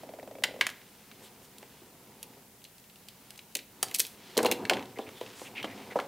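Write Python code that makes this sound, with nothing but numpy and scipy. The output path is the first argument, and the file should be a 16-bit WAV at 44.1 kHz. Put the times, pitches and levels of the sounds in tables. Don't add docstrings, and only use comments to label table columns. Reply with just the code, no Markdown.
import sys
import numpy as np
from scipy import signal
from scipy.fft import rfft, irfft
from scipy.io import wavfile
from scipy.ndimage import uniform_filter1d

SR = 44100
rng = np.random.default_rng(int(sys.argv[2]) if len(sys.argv) > 2 else 0)


def persist_wave(psi):
    counts = np.round(np.clip(psi, -1, 1) * 32767).astype(np.int16)
    wavfile.write(sys.argv[1], SR, np.atleast_2d(counts).T)


N = 267687


def amp(db):
    return 10 ** (np.asarray(db) / 20)


def rms_one(x):
    return x / np.sqrt(np.mean(x ** 2) + 1e-20)


def at_hz(points, hz):
    p = np.array(points)
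    return np.interp(np.log(np.maximum(hz, 1)), np.log(p[:, 0]), p[:, 1])


def coloured(x, spectrum):
    gain = amp(at_hz(spectrum, np.fft.rfftfreq(len(x), 1 / SR)))
    return irfft(rfft(x) * gain, len(x))


def band(x, low_hz, high_hz):
    edges_hz = [max(low_hz, 20), min(high_hz, .45 * SR)]
    return signal.sosfilt(signal.butter(1, edges_hz, "band", fs=SR, output="sos"), x)


def drift(rate_hz):
    r = np.exp(-2 * np.pi * rate_hz / SR)
    wander = signal.lfilter([1], [1, -2 * r, r * r], rng.standard_normal(N + SR))
    return rms_one(wander[SR:])


def swell(n):
    return np.sin(np.pi * np.arange(n) / n) ** .5


def grit(rough_db):
    return rms_one(rng.standard_normal(N) * amp(rough_db * drift(132)))


RATTLE_SPREAD = 1.35
CHATTER_DB_PER_BLOW_DB, USUAL_BLOW_DB = 0.093, -29.5


def blows(events, modes, focus_db_per_octave, damping, first, chatter_ms, rattle_db, tail_ms,
          low_hz, top_hz, soft_hz):
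    out, t = np.zeros(N + SR), np.arange(SR // 5) / SR
    mode_hz, mode_db, t60_s = np.transpose(modes)[:, :, None]
    rings = np.sin(2 * np.pi * mode_hz * t) * amp(-60 * t * damping / t60_s)
    too_small = signal.butter(3, low_hz, "high", fs=SR, output="sos")
    noises = rng.standard_normal((len(events), len(t)))
    strike_spots_db = 2 * rng.standard_normal((len(events), len(modes), 1))

    for (start_s, level_db, centre_hz, crack_db), noise, spot_db in zip(events, noises, strike_spots_db):
        decay_ms = chatter_ms * amp(CHATTER_DB_PER_BLOW_DB * (level_db - USUAL_BLOW_DB))
        force = noise * np.exp(-1000 * t / decay_ms)
        force[0] += first
        force = band(force, 18, soft_hz)

        octaves_off = abs(np.log2(mode_hz / centre_hz))
        body = np.sum(rings * amp(mode_db - focus_db_per_octave * octaves_off + spot_db), axis=0)
        ringing = signal.fftconvolve(force, body)[:len(t)]
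        crack = band(force, centre_hz / 5.5, top_hz)
        rattle = noise * abs(noise) * np.exp(-1000 * t / tail_ms)
        rattle = band(rattle, centre_hz / RATTLE_SPREAD, centre_hz * RATTLE_SPREAD)

        sound = rms_one(band(ringing, centre_hz / 0.95, 20000))
        sound += amp(crack_db) * rms_one(crack)
        sound += amp(rattle_db) * rms_one(rattle)
        sound = signal.sosfilt(too_small, sound)
        two_cycles = round(2 * SR / centre_hz)
        loudest = 2 * np.sqrt(uniform_filter1d(sound ** 2, size=two_cycles).max())
        i = round(start_s * SR)
        out[i:i + len(t)] += amp(level_db) * sound / loudest
    return out[:N]


# (time [s], level [dB], strongest pitch [Hz], crack re ringing [dB])
TAPS = [(.1974, -38.5, 1990, -10), (.4372, -10.5, 2800, -3), (.4392, -8, 2660, -3), (.611, -5, 2080, -12),
        (.6204, -21, 2330, -11.5), (.6528, -31, 1920, -20), (.6675, -12, 2200, 4), (.6913, -24, 2100, -3),
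        (.701, -29, 2060, 14), (.817, -41, 2220, -10), (1.1148, -33.5, 2320, -10), (1.628, -39.5, 2250, -2),
        (3.829, -23, 1380, -31), (4.6525, -21.5, 2330, -11), (4.697, -5, 2720, -9),
        (4.7348, -15, 2800, -25), (4.7697, -24, 1770, -26), (4.7945, -28.5, 2780, -21),
        (4.8264, -31, 2980, -12), (4.9869, -29, 2880, -17), (5.0902, -32, 2550, -8),
        (5.212, -29, 3250, -19), (5.2634, -33.5, 2730, -16), (4.8564, -36.5, 4230, -22),
        (5.4688, -49.5, 2940, -16), (5.6288, -25, 3060, -4), (5.6451, -26, 2040, -14),
        (5.9092, -36, 1487, -14), (5.9888, -28, 2080, -10), (6.0, -26, 1980, -10)]
# (frequency [Hz], level [dB], t60 before damping [s])
PLASTIC_MODES = [(900, -12, .012), (1308, -8, .012), (1782, -3, .012), (2056, -2, .014), (2300, -1, .014),
                 (2713, -1, .012), (3110, 0, .01), (3640, -2, .008), (4100, -5, .008), (4683, -8, .007),
                 (5486, -10, .006), (6616, -12, .005), (7704, -14, .005), (8699, -14, .005)]


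def plastic_taps():
    return blows(TAPS, PLASTIC_MODES, focus_db_per_octave=21, damping=1.6, first=6.95, chatter_ms=2.52,
                 rattle_db=-10, tail_ms=11, low_hz=1160, top_hz=7000, soft_hz=17600)


# (time [s], level [dB], strongest pitch [Hz], crack re ringing [dB])
CLICKS = [(1.5834, -34.5, 4000, 28), (2.2293, -19.5, 11300, 11), (2.2392, -42, 2760, 0),
          (2.6187, -46, 2990, -5), (2.6417, -31.5, 7440, 2.5), (2.6502, -37, 3050, -14),
          (2.7821, -40.5, 3960, 7), (2.7984, -43, 6150, 2.5), (2.8413, -45, 3010, 0),
          (2.8982, -41.5, 3480, -3), (2.9584, -40.5, 2930, 2.5), (3.0856, -31, 3400, 2.5),
          (3.3058, -29, 3150, 11), (3.3588, -41, 3700, 9), (3.3773, -34, 7660, 6), (3.3914, -33, 3150, -9),
          (3.5244, -45, 5230, 5), (3.5518, -13, 6600, 13), (3.5538, -15.5, 2980, 3.5),
          (3.5684, -22.5, 7650, 2.5), (3.59, -29, 2670, -8), (3.8286, -5.5, 9500, 6),
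          (3.8404, -33, 6490, 2.5), (3.8845, -30, 4860, 2), (3.9127, -29, 2200, 1), (3.9432, -19, 5900, 13),
          (3.9467, -10.5, 7000, 13), (3.9541, -19, 4130, 12), (3.961, -17.5, 10100, 4),
          (3.9832, -28, 11200, 2.5), (3.9869, -15, 10000, -2), (3.9915, -23, 9000, 0),
          (3.9958, -6, 11900, -3), (4.0015, -7.5, 6100, 3), (4.007, -20, 8040, 3),
          (4.0154, -19, 12400, -11), (4.0507, -25.5, 3250, -1.5), (4.067, -24, 12100, -2),
          (4.3704, -15, 4060, -3), (4.377, -8, 3510, 16), (4.4296, -20.5, 8050, -2),
          (4.448, -19.5, 2470, 2.5), (4.4581, -16.5, 3970, -14), (4.4624, -14.5, 2100, -2),
          (4.5142, -11, 2810, 6), (4.5218, -14.5, 2810, 1)]
# (frequency [Hz], level [dB], t60 before damping [s])
STEEL_MODES = [(2040, -4, .012), (2780, -3, .02), (3355, -5, .01), (4050, -5, .02), (4673, -5, .008),
               (5250, -4, .008), (5760, -6, .008), (6515, -5, .01), (7671, -6, .006), (8600, -6, .005),
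               (9502, -6, .005), (10380, -5, .006), (11430, -7, .008), (12360, -7, .008), (14120, -8, .005),
               (4120, -37, .3), (12200, -36, .25)]


def stripper_clicks():
    return blows(CLICKS, STEEL_MODES, focus_db_per_octave=30, damping=3.4, first=4.87, chatter_ms=3.0,
                 rattle_db=-9.5, tail_ms=16.0, low_hz=2100, top_hz=13000, soft_hz=19300)


# (time [s], level [dB], strongest pitch [Hz], crack re ringing [dB])
KNOCKS = [(.44, -29, 929, -20), (.612, -27.5, 900, -20), (.667, -33, 818, -17), (1.209, -46, 467, -20),
          (1.628, -40, 780, -15), (1.817, -45.5, 390, -26), (3.556, -36.5, 368, -35), (3.828, -28, 800, -3),
          (3.996, -35.5, 436, -27), (4.368, -23.5, 500, -12), (4.377, -13, 470, -38), (4.39, -15, 493, 9),
          (4.403, -21, 480, -30), (4.432, -21, 334, -7), (4.448, -15.5, 470, -28), (4.455, -16.5, 780, -22),
          (4.519, -19.5, 470, -27), (4.697, -21, 735, -19), (4.711, -16, 645, -33),
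          (4.723, -17.5, 456, -29), (4.74, -29, 278, -10), (4.974, -34.5, 484, -17), (4.99, -23, 571, -26),
          (5.213, -24.5, 540, -15), (5.416, -32, 584, -18), (5.642, -24.5, 570, -21),
          (5.919, -35, 590, -24), (5.957, -15, 540, -40), (5.963, -23.5, 860, -25), (5.972, -27, 470, -30),
          (5.989, -19.5, 1110, -33)]
# (frequency [Hz], level [dB], t60 before damping [s])
BENCH_MODES = [(111.8, -10, 0.49), (211.8, -8, 0.92), (238.5, -10, 0.86), (263.7, -3.5, 0.25),
               (316.6, -6.5, 0.25), (364.7, -4, 0.21), (438, -3, 0.15), (494, -4, 0.17),
               (563.5, -7.5, 0.16), (645, -6, 0.079), (761, -4.5, 0.11), (845, -5.5, 0.097),
               (979, -7.5, 0.11), (1180, -13.5, 0.049)]


def bench_knocks():
    return blows(KNOCKS, BENCH_MODES, focus_db_per_octave=14.5, damping=2.85, first=0.51, chatter_ms=5.26,
                 rattle_db=-12.5, tail_ms=32, low_hz=231, top_hz=2010, soft_hz=1580)


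ROCK_START_S, ROCK_GAP_S, ROCK_SHRINK, ROCK_LIMP_S = .034, .0528, .946, .004
ROCK_DB, ROCK_FADE_DB = -36.5, 0.01
ROCK_HZ, ROCK_SAG_HZ = 528, 4.6


def rocking(count=17):
    out, t, k = np.zeros(N + SR), np.arange(SR // 20) / SR, np.arange(count)
    gaps_s = ROCK_GAP_S * ROCK_SHRINK ** k + ROCK_LIMP_S * (-1) ** k
    starts_s = ROCK_START_S + np.cumsum(gaps_s) - gaps_s
    levels_db = ROCK_DB - ROCK_FADE_DB * k ** 2
    pitches_hz = ROCK_HZ - ROCK_SAG_HZ * k
    noises = rng.standard_normal((count, len(t)))
    glide = 0.714 + 0.78 * np.exp(-t / 0.0088)
    envelope = np.exp(-t / 0.0096) * (1 - np.exp(-t / 0.00057))
    for start_s, level_db, hz, noise in zip(starts_s, levels_db, pitches_hz, noises):
        phase = 2 * np.pi * np.cumsum(hz * glide) / SR
        knock = (np.sin(phase) + 0.28 * np.sin(0.547 * phase)) * envelope
        tick = amp(-3) * band(noise * np.exp(-t / 0.0048), 1260, 2700)
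        i = round(start_s * SR)
        out[i:i + len(t)] += amp(level_db) * (knock / knock.max() + tick)
    return out[:N]


# (time [s], bench drone [dB], scrape [dB])
SLIDE = [(0, -55, -60), (.45, -57.5, -81), (.66, -55.5, -52), (0.799, -63, -63.5), (1.1, -64, -63),
         (1.22, -56, -61), (1.4, -61, -65.5), (1.8, -62, -61.5), (1.9, -60, -68), (2.35, -57.5, -65),
         (2.5, -65.5, -73), (2.9, -69.5, -70), (3.3, -60, -62.5), (3.65, -67, -72), (3.9, -54, -58),
         (4.05, -62, -70), (4.3, -57, -54.5), (4.6, -43, -62), (4.95, -56, -61), (5.4, -56.5, -51.5),
         (5.55, -51, -59.5), (5.85, -50.5, -54.5), (6.07, -55.5, -62)]


def slide_levels_db():
    time_s, *columns = np.transpose(SLIDE)
    return [np.interp(np.arange(N) / SR, time_s, column) for column in columns]


# (start [s], length [s], level [dB])
SHOVES = [(4.41, 0.13, -36.5), (4.6, 0.084, -50), (4.734, 0.11, -41), (5.063, 0.045, -50),
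          (5.578, 0.066, -58.5), (5.767, 0.056, -58), (5.86, .06, -58)]


def bench_drone(drone_db):
    push = amp(drone_db)
    for start_s, length_s, level_db in SHOVES:
        i, n = round(start_s * SR), round(length_s * SR)
        push[i:i + n] += amp(level_db) * swell(n) ** 2
    rub, drone = grit(rough_db=2.0), 0
    loud_db = np.maximum(20 * np.log10(push) + 52, 0)
    for k, (hz, level_db, t60_s) in enumerate(BENCH_MODES):
        r = amp(-60 * 5.7 / (t60_s * SR))
        resonator = [1, -2 * r * np.cos(2 * np.pi * hz / SR), r * r]
        mode = rms_one(signal.lfilter([1, 0, -1], resonator, rub))
        bass_loss_db = 0.18 * loud_db * max(np.log2(430 / hz), 0)
        drone = drone + (-1) ** k * amp(level_db - bass_loss_db) * mode
    return push * drone / np.sqrt(np.median(drone ** 2) * 2)


def scrape(scrape_db, centre_hz=2810):
    scratch, total = grit(rough_db=2.0), 0
    for hz in np.geomspace(1300, 5200, 7):
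        weight = amp(-9.0 * abs(np.log2(hz / centre_hz))) / np.sqrt(hz)
        total = total + weight * band(scratch, hz / 1.405, hz * 0.99)
    return amp(scrape_db) * rms_one(total)


def sliding():
    drone_db, scrape_db = slide_levels_db()
    return bench_drone(drone_db) + scrape(scrape_db)


# (start [s], length [s], level [dB], centre [Hz], width [octaves])
DRAGS = [(1.218, 0.063, -56, 6900, 1.7), (1.225, 0.064, -56.5, 3500, 1.2), (4.16, 0.36, -59, 3400, 1.1),
         (5.144, 0.11, -57.5, 3570, 0.31), (5.763, 0.091, -55, 2480, .9), (1.418, .05, -58, 6000, 9.6),
         (3.867, 0.3, -53.5, 7960, 7.7), (4.957, 0.022, -49.5, 2100, 0.45), (5.005, 0.04, -54, 3500, 0.43),
         (5.064, 0.022, -49.5, 2360, 0.65), (5.128, 0.15, -61, 6000, 3.8), (5.35, 0.15, -53, 6550, 1.5),
         (5.446, 0.043, -48, 2700, 0.65), (5.551, 0.072, -39.5, 2370, 0.66),
         (5.626, 0.037, -42.5, 3110, 0.28), (5.658, 0.1, -51, 2120, 0.78), (5.9, 0.039, -46, 1940, 1)]


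def drags():
    out, scratch = np.zeros(N), grit(rough_db=-1.0)
    for start_s, length_s, level_db, hz, octaves in DRAGS:
        i, n = round(start_s * SR), round(length_s * SR)
        half = 2 ** (octaves / 2)
        stroke = scratch[i:i + n]
        for _ in range(2):
            stroke = band(stroke, hz / half, hz * half)
        out[i:i + n] += amp(level_db) * rms_one(stroke) * swell(n)
    return out


# (frequency [Hz], t60 [s])
ROOM_T60 = [(150, 1), (400, 0.57), (1000, 0.245), (2800, 0.36), (7000, 0.12), (14000, 0.25)]


def room(x):
    t, tail = np.arange(SR // 2) / SR, 0
    for hz in 120 * 2.0 ** np.arange(8):
        noise = band(rng.standard_normal(len(t)), hz / np.sqrt(2), hz * np.sqrt(2))
        tail = tail + noise * amp(-60 * t / at_hz(ROOM_T60, hz))
    tail = tail * np.clip(t / 0.0048, 0, 1)
    return signal.fftconvolve(x, tail / np.sqrt(np.sum(tail ** 2)))[:N]


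# (frequency [Hz], density [dB per Hz], relative)
QUIET = [(15, -42), (25, -9.5), (212, 5), (301, -7.5), (405, -5.5), (796, -8), (1100, -12), (2990, -13),
         (4370, -17), (13200, -14), (16000, -11)]


def room_tone(level_db=-58.5):
    return amp(level_db) * rms_one(coloured(rng.standard_normal(N), QUIET))


# (frequency [Hz], density [dB per Hz], relative)
HISS = [(15, -42), (25, -4), (123, -10.5), (416, -6), (695, -5.5), (2610, -6), (16000, -3)]


def preamp_hiss(level_db=-59.5):
    noises = rng.standard_normal((2, N))
    return np.array([amp(level_db) * rms_one(coloured(noise, HISS)) for noise in noises])


def scene():
    hits = plastic_taps() + stripper_clicks() + bench_knocks() + rocking()
    reflections = amp(-13.0) * room(hits)
    return hits + reflections + sliding() + drags() + room_tone() + preamp_hiss()


def record(dry):
    return signal.sosfilt(signal.cheby2(14, 60, 16400, fs=SR, output="sos"), dry)


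dry = scene()
out = record(dry)
persist_wave(out)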